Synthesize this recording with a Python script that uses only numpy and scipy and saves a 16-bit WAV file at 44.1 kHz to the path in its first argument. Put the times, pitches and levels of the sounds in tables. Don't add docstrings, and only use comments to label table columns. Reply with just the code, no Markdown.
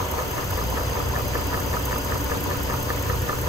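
import sys
import numpy as np
from scipy import signal
from scipy.fft import rfft, irfft
from scipy.io import wavfile
from scipy.ndimage import uniform_filter1d

SR = 44100
rng = np.random.default_rng(int(sys.argv[2]) if len(sys.argv) > 2 else 0)


def put_to_file(sound):
    columns = np.atleast_2d(sound).T
    safe = np.clip(columns, -1, 1)
    whole_steps = np.round(safe * 32767)
    wavfile.write(sys.argv[1], SR, whole_steps.astype(np.int16))


N = 153468

# start in seconds, level in dB.
KNOCKS = [(0.1893, -23), (0.3855, -25.5), (0.5797, -28), (0.7748, -19.5), (0.9689, -26), (1.1609, -21.5),
          (1.3525, -20.5), (1.5423, -19.5), (1.7368, -24), (1.927, -22.5), (2.121, -19.5), (2.3157, -22),
          (2.5101, -21), (2.7071, -24), (2.9025, -18.5), (3.0981, -21.5), (3.2935, -19.5)]


def gain_of(db):
    return 10 ** (np.asarray(db) / 20)


def unit_rms(x):
    return x / np.sqrt(np.mean(x ** 2) + 1e-20)


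def curve_at(points, hz):
    points_hz, values = np.transpose(points)
    return np.interp(np.log(hz + 1), np.log(points_hz + 1), values)


def panned(db):
    return gain_of([[db / 2], [-db / 2]])


def drift(hz):
    spectrum = rfft(rng.standard_normal(N))
    return unit_rms(irfft(spectrum / (1 + (np.fft.rfftfreq(N, 1 / SR) / hz) ** 4), N))


def stereo_noise(shape):
    # frequency in Hz, stereo likeness 0-1.
    stereo_likeness = [(50, .86), (170, .75), (280, .62), (600, .55), (800, .3), (1000, .45), (2200, .25),
                       (3100, .1), (4300, .3), (5500, .2), (7000, .65), (8600, .9), (9100, 1), (10400, 1),
                       (11000, .55), (11850, .55), (12000, 1), (14300, 1), (14600, .55)]
    # frequency in Hz, left-right phase in turns.
    # The treble hiss is fully opposed at 9.1-10.4 kHz and fully centred at 12-14.3 kHz.
    stereo_phase = [(600, 0), (3100, .5), (6350, 1), (7000, 1.06), (8600, 1.43), (9100, 1.5), (10400, 1.5),
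                    (12000, 2), (14300, 2), (15600, 2.37)]
    hz = np.fft.rfftfreq(N, 1 / SR)
    left, unrelated = rfft(rng.standard_normal((2, N)), axis=1)
    same = np.clip(curve_at(stereo_likeness, hz), 0, 1)
    rotation = np.exp(-2j * np.pi * curve_at(stereo_phase, hz))
    right = same * left * rotation + np.sqrt(1 - same ** 2) * unrelated
    return unit_rms(irfft(np.array([left, right]) * shape(hz), N, axis=1))


def coloured_noise(spectrum):
    return stereo_noise(lambda hz: gain_of(curve_at(spectrum, hz)))


def patchy(x, db, frames, bins):
    spectra = signal.stft(x, nperseg=256)[2]
    field = uniform_filter1d(rng.standard_normal(spectra.shape[1:]), bins, 0)
    field = unit_rms(uniform_filter1d(field, frames, 1))
    return unit_rms(signal.istft(spectra * gain_of(db * field), nperseg=256)[1][:, :N])


def cycle_starts_s():
    s = np.array(KNOCKS)[:, 0]
    return np.r_[s[0] - (s[1] - s[0]) * np.array([2, 1]), s, s[-1] + (s[-1] - s[-2]) * np.array([1, 2])]


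def click_trains(places, spread_db, jitter_s):
    starts_s = cycle_starts_s()
    cycles = np.arange(len(starts_s))
    out = np.zeros((len(places), N))
    for row, place in zip(out, places):
        timing, size = rng.standard_normal((len(cycles), 2)).T
        times_s = np.interp(cycles + place, cycles, starts_s) + jitter_s * timing
        at = np.round(times_s * SR).astype(int)
        inside = (at >= 0) & (at < N)
        row[at[inside]] = gain_of(spread_db * size[inside])
    return out


def valve_gear(level_db):
    # place in cycles, level in dB.
    tick_pattern = [(-.388, 10), (-.2, -4), (-.043, 4.5), (.122, 5.5), (.287, 6.5), (.458, 4)]
    # frequency in Hz, relative density in dB.
    tick_spectrum = [(3500, -25), (6000, -9), (8000, -5), (10500, -5), (12500, 0), (16000, 0)]
    hiss_spectrum = [(3500, -25), (4500, -13), (5600, -4), (7000, -2), (8600, 0), (9500, 0), (10500, -2),
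                     (12000, -3), (13000, 0), (16000, 0)]
    rise_s, fall_s, echo_s, echo_gain = .0004, .003, .0035, .7
    t = np.arange(1500) / SR
    burst = (1 - np.exp(-t / rise_s)) * np.exp(-t / fall_s)
    burst += echo_gain * np.interp(t - echo_s, t, burst, left=0)
    places, ticks_db = np.transpose(tick_pattern)
    clicks = gain_of(ticks_db) @ click_trains(places, spread_db=1.1, jitter_s=.0008)
    envelope = signal.oaconvolve(clicks, burst / burst.max())[:N]
    ticks = envelope * patchy(coloured_noise(tick_spectrum), db=1.8, frames=6, bins=10)
    hiss = coloured_noise(hiss_spectrum)
    return gain_of(level_db + .5 * drift(hz=10)) * (hiss + gain_of(2.5) * ticks)


def pulley_whine(firing_rad, level_db):
    pitch_hz = 4893 + 30 * drift(hz=110)
    tone = np.sqrt(2) * np.cos(2 * np.pi * np.cumsum(pitch_hz) / SR)
    flicker_db = 5 * np.tanh(drift(hz=60)) - 2.5
    throb_db = 3 * np.cos(firing_rad - 2.6)
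    return gain_of(level_db + throb_db + flicker_db) * panned(8.8) * tone


def belt_hiss(firing_rad):
    centre_hz, width_hz, level_db = 6313, 295, -46
    hz = np.fft.rfftfreq(N, 1 / SR)
    white = rfft(rng.standard_normal(N) + .5 * rng.standard_normal((2, N)), axis=1)
    band = unit_rms(irfft(white / (1 + ((hz - centre_hz) / width_hz * 2) ** 2), N, axis=1))
    throb_db = 3.5 * (.54 * np.cos(firing_rad + .83) + .5 * np.cos(2 * firing_rad + 2))
    return gain_of(level_db + throb_db) * panned(2.9) * band


def firing(cycle, rumble_db):
    orders = [12, 18, 24]
    # time in seconds, then each order's level in dB.
    hum_levels = [(0.0, -43, -33, -58), (0.38, -45, -50, -34), (0.52, -38, -29.5, -47),
                  (0.6, -30, -39, -42.5), (1.07, -34.5, -34, -34), (1.64, -32.5, -36, -39.5),
                  (1.74, -34, -50, -42.5), (2.51, -36.5, -35, -39.5), (2.64, -35, -41, -40.5),
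                  (2.76, -37, -38, -34.5), (3.05, -33, -34, -38), (3.23, -31, -31, -31.5),
                  (3.28, -38, -48, -36.5), (3.48, -35.5, -36, -35)]
    # frequency in Hz, relative density in dB.
    rumble_spectrum = [(15, -40), (25, -28), (37, -13.5), (60, -9.5), (78, 1), (93, -9), (105, -5),
                       (123, -11.5), (140, -9), (180, -15), (260, -17), (400, -38.5)]
    waver_db, waver_hz, waver_turns, right_turns = 1, 8, .05, .05
    t = np.arange(N) / SR
    times_s, *orders_db = np.transpose(hum_levels)
    hum = np.zeros((2, N))
    for order, db in zip(orders, orders_db):
        level_db = np.interp(t, times_s, db) + waver_db * drift(waver_hz)
        turns = order * cycle + [[0], [right_turns]] + rng.random() + waver_turns * drift(waver_hz)
        hum += gain_of(level_db) * np.sqrt(2) * np.cos(2 * np.pi * turns)
    return hum + gain_of(rumble_db) * coloured_noise(rumble_spectrum)


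def clatter(cycle, low_db, middle_db, upper_db):
    # frequency in Hz, relative density in dB.
    spectrum = [(120, 0), (200, -7.5), (330, -2.5), (560, -7), (750, -9), (1080, -4.5), (1350, -6),
                (1600, -7.5), (2100, -10), (2600, -13), (3100, -12), (3700, -17.5), (4300, -15),
                (5300, -18), (7000, -22)]
    # centre in Hz, width in Hz, level offset in dB, left over right in dB,
    # swell in dB, trend in dB per second as the microphone moves.
    resonances = [(180, 50, -6, 0.5, 0, 1), (229, 49, -12, -3, 0, 1.5), (283, 24.6, -1.5, 0.5, -1.5, 0.3),
                  (380.7, 41, -9, 0.5, -0.5, -0.2), (471.6, 54, -6, 1.5, 1.4, 0.5),
                  (513, 18, -9.5, -1, 2, -0.2), (579, 29.5, -9, 6.5, 1.1, -0.7),
                  (634, 37, -15.5, -12.5, 3.5, -1), (742, 120, -11, 4.5, 1.5, -2),
                  (898, 55, -8.5, 8.5, -0.7, -0.3), (976.6, 46, -6, -0.5, 4.5, -0.2),
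                  (1060, 58, -10, -2.1, 1.3, 0.4), (1448, 32, -17.5, -5, -3.5, 1.5),
                  (2074, 57, -25, 7, -2, -2), (2683, 120, -14, -1, -1, 0.3), (2970, 58, -18, 1.5, -4, -0.5),
                  (3270, 310, -18.5, 6.5, -3.5, -0.3)]
    bed_db, bed_swell_db, lump_db, steadying, steady_s = -32.5, 1, 1.5, .4, .07
    swell = np.cos(2 * np.pi * (cycle - .02))
    bed = patchy(coloured_noise(spectrum), db=2.2, frames=4, bins=3)
    out = gain_of(bed_db + bed_swell_db * swell) * panned(.13) * bed
    lumps_db = lump_db * np.array([drift(hz=30), drift(hz=30)])
    from_middle_s = (np.arange(N) - N / 2) / SR
    for k, (centre_hz, width_hz, db, pan_db, swell_db, trend_db_per_s) in enumerate(resonances):
        ring = stereo_noise(lambda hz: 1 / (1 + ((hz - centre_hz) / width_hz * 2) ** 2))
        power = uniform_filter1d((ring ** 2).mean(0), round(steady_s * SR))
        ring = unit_rms(ring / power ** (steadying / 2))
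        band_db = low_db if centre_hz < 330 else middle_db if centre_hz < 800 else upper_db
        level_db = band_db + db + trend_db_per_s * from_middle_s + swell_db * swell + lumps_db[k % 2]
        out += gain_of(level_db) * panned(pan_db) * ring
    return out


def cover_knocks():
    # start in seconds, level in dB.
    taps = [(0.0256, -21), (0.2205, -23), (0.4192, -31), (0.613, -23), (0.8078, -24), (1.0014, -18.5),
            (1.1942, -21), (1.386, -24.5), (1.5743, -24), (1.7676, -17.5), (1.9588, -20.5), (2.155, -21.5),
            (2.3476, -23), (2.5433, -25), (2.7387, -24), (2.935, -28), (3.132, -22), (3.328, -21)]
    # start in seconds, level in dB.
    clacks = [(0.001, -16.5), (0.067, -27), (0.099, -27.5), (0.139, -15.5), (0.182, -20.5), (0.233, -26),
              (0.336, -22), (0.53, -22), (0.725, -22.5), (0.92, -25), (0.954, -26), (1.112, -25),
              (1.144, -23), (1.879, -23), (2.06, -26), (2.266, -26), (2.46, -24), (2.654, -31),
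              (3.238, -32), (3.439, -24)]
    # place in cycles, level in dB, upper modes' share 0-1.
    rebounds = [(-.15, -20, .2), (-.085, -8, .8), (-.03, -3.5, .7), (0.024, -3.5, 0.9), (.05, -6, 0.4),
                (0.077, -10, 0.5), (.1, -12.5, .3), (.225, -9, 0), (.34, -17.5, 0.7), (.63, -13, .8)]
    # pitch in Hz, level in dB, t60 in seconds, left over right in dB,
    # tap's share, clack's share.
    modes = [(477, -8.5, 0.075, 6, 0.7, 0.58), (971, -7, 0.037, 2, 0.68, 2.35),
             (1205, -3.5, 0.043, 3, 1.08, 0.16), (1254, -10.5, 0.058, -9, 1.54, .2),
             (1740, 0, 0.024, 1.5, .05, .1), (1833, -11, 0.018, 9, .05, .1)]
    rattle_per_s, rattle_db, rattle_spread_db = 70, -42, 3
    snap_db, snap_s = 1, .00025
    rise_s, right_turns, blow_spread_db = .0012, .23, 1.8
    knock, tap, clack = np.zeros((3, N))
    for row, table in ((knock, KNOCKS), (tap, taps), (clack, clacks)):
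        for start_s, db in table:
            row[round(start_s * SR)] = gain_of(db)
    places, rebounds_db, upper_share = np.transpose(rebounds)
    mean_knock = gain_of(np.mean([db for _, db in KNOCKS]))
    rebound_trains = mean_knock * click_trains(places, spread_db=2.4, jitter_s=.0015)
    rattle_hits = rng.random(N) < rattle_per_s / SR
    rattle = rattle_hits * gain_of(rattle_db + rattle_spread_db * np.minimum(rng.exponential(1, N), 4))
    snap = -gain_of(snap_db) * signal.windows.gaussian(181, snap_s * SR)
    out = np.ones((2, 1)) * signal.oaconvolve(knock, snap - snap.mean())[:N]
    t = np.arange(3000) / SR
    for hz, db, t60_s, pan_db, tap_share, clack_share in modes:
        rebound_gains = gain_of(rebounds_db) * (np.clip(upper_share, 0, 1) if hz > 1500 else 1)
        small_blows = (rebound_gains @ rebound_trains + rattle) * rng.choice([-1, 1], N)
        blows = knock + tap_share * tap + clack_share * clack + small_blows
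        blows = blows * gain_of(blow_spread_db * rng.standard_normal((1, N)))
        envelope = gain_of(db - 60 * t / t60_s) * np.minimum(t / rise_s, 1)
        ring = envelope * np.sin(2 * np.pi * (hz * t + [[0], [right_turns]]))
        out += panned(pan_db) * signal.oaconvolve(blows, ring, axes=1)[:, :N]
    return out


def scene():
    # time in seconds, then dB of rumble, low, middle and upper resonances,
    # pulley whine, valve gear.
    levels = [(0, -32.5, -43, -36, -34, -72, -43), (.2, -35, -43, -33.5, -35.5, -59, -40.5),
              (.5, -31.5, -45, -34.5, -36.5, -50, -40.5), (1, -32, -42.5, -34.5, -36, -49, -42.5),
              (1.5, -32, -40, -33.5, -36, -49, -40.5), (2, -33, -39.5, -34, -35.5, -49, -38.5),
              (2.5, -31.5, -37, -34, -37.5, -50, -41.5), (2.75, -32, -40, -34.5, -36, -52, -39.5),
              (3.48, -32, -43, -33.5, -37, -56, -40.5)]
    t = np.arange(N) / SR
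    times_s, *columns_db = np.transpose(levels)
    slow_db = [np.interp(t, times_s, db) for db in columns_db]
    rumble_db, low_db, middle_db, upper_db, whine_db, valve_db = slow_db
    starts_s = cycle_starts_s()
    cycle = np.interp(t, starts_s, np.arange(len(starts_s)))
    firing_rad = 2 * np.pi * 6 * cycle
    return (firing(cycle, rumble_db) + clatter(cycle, low_db, middle_db, upper_db) + cover_knocks()
            + valve_gear(valve_db) + pulley_whine(firing_rad, whine_db) + belt_hiss(firing_rad))


def record(dry):
    edge_hz = 15740
    lowpass = signal.firwin(1023, edge_hz, window=("kaiser", 10), fs=SR)
    return signal.oaconvolve(dry, lowpass[None], "same")


dry = scene()
out = record(dry)
put_to_file(out)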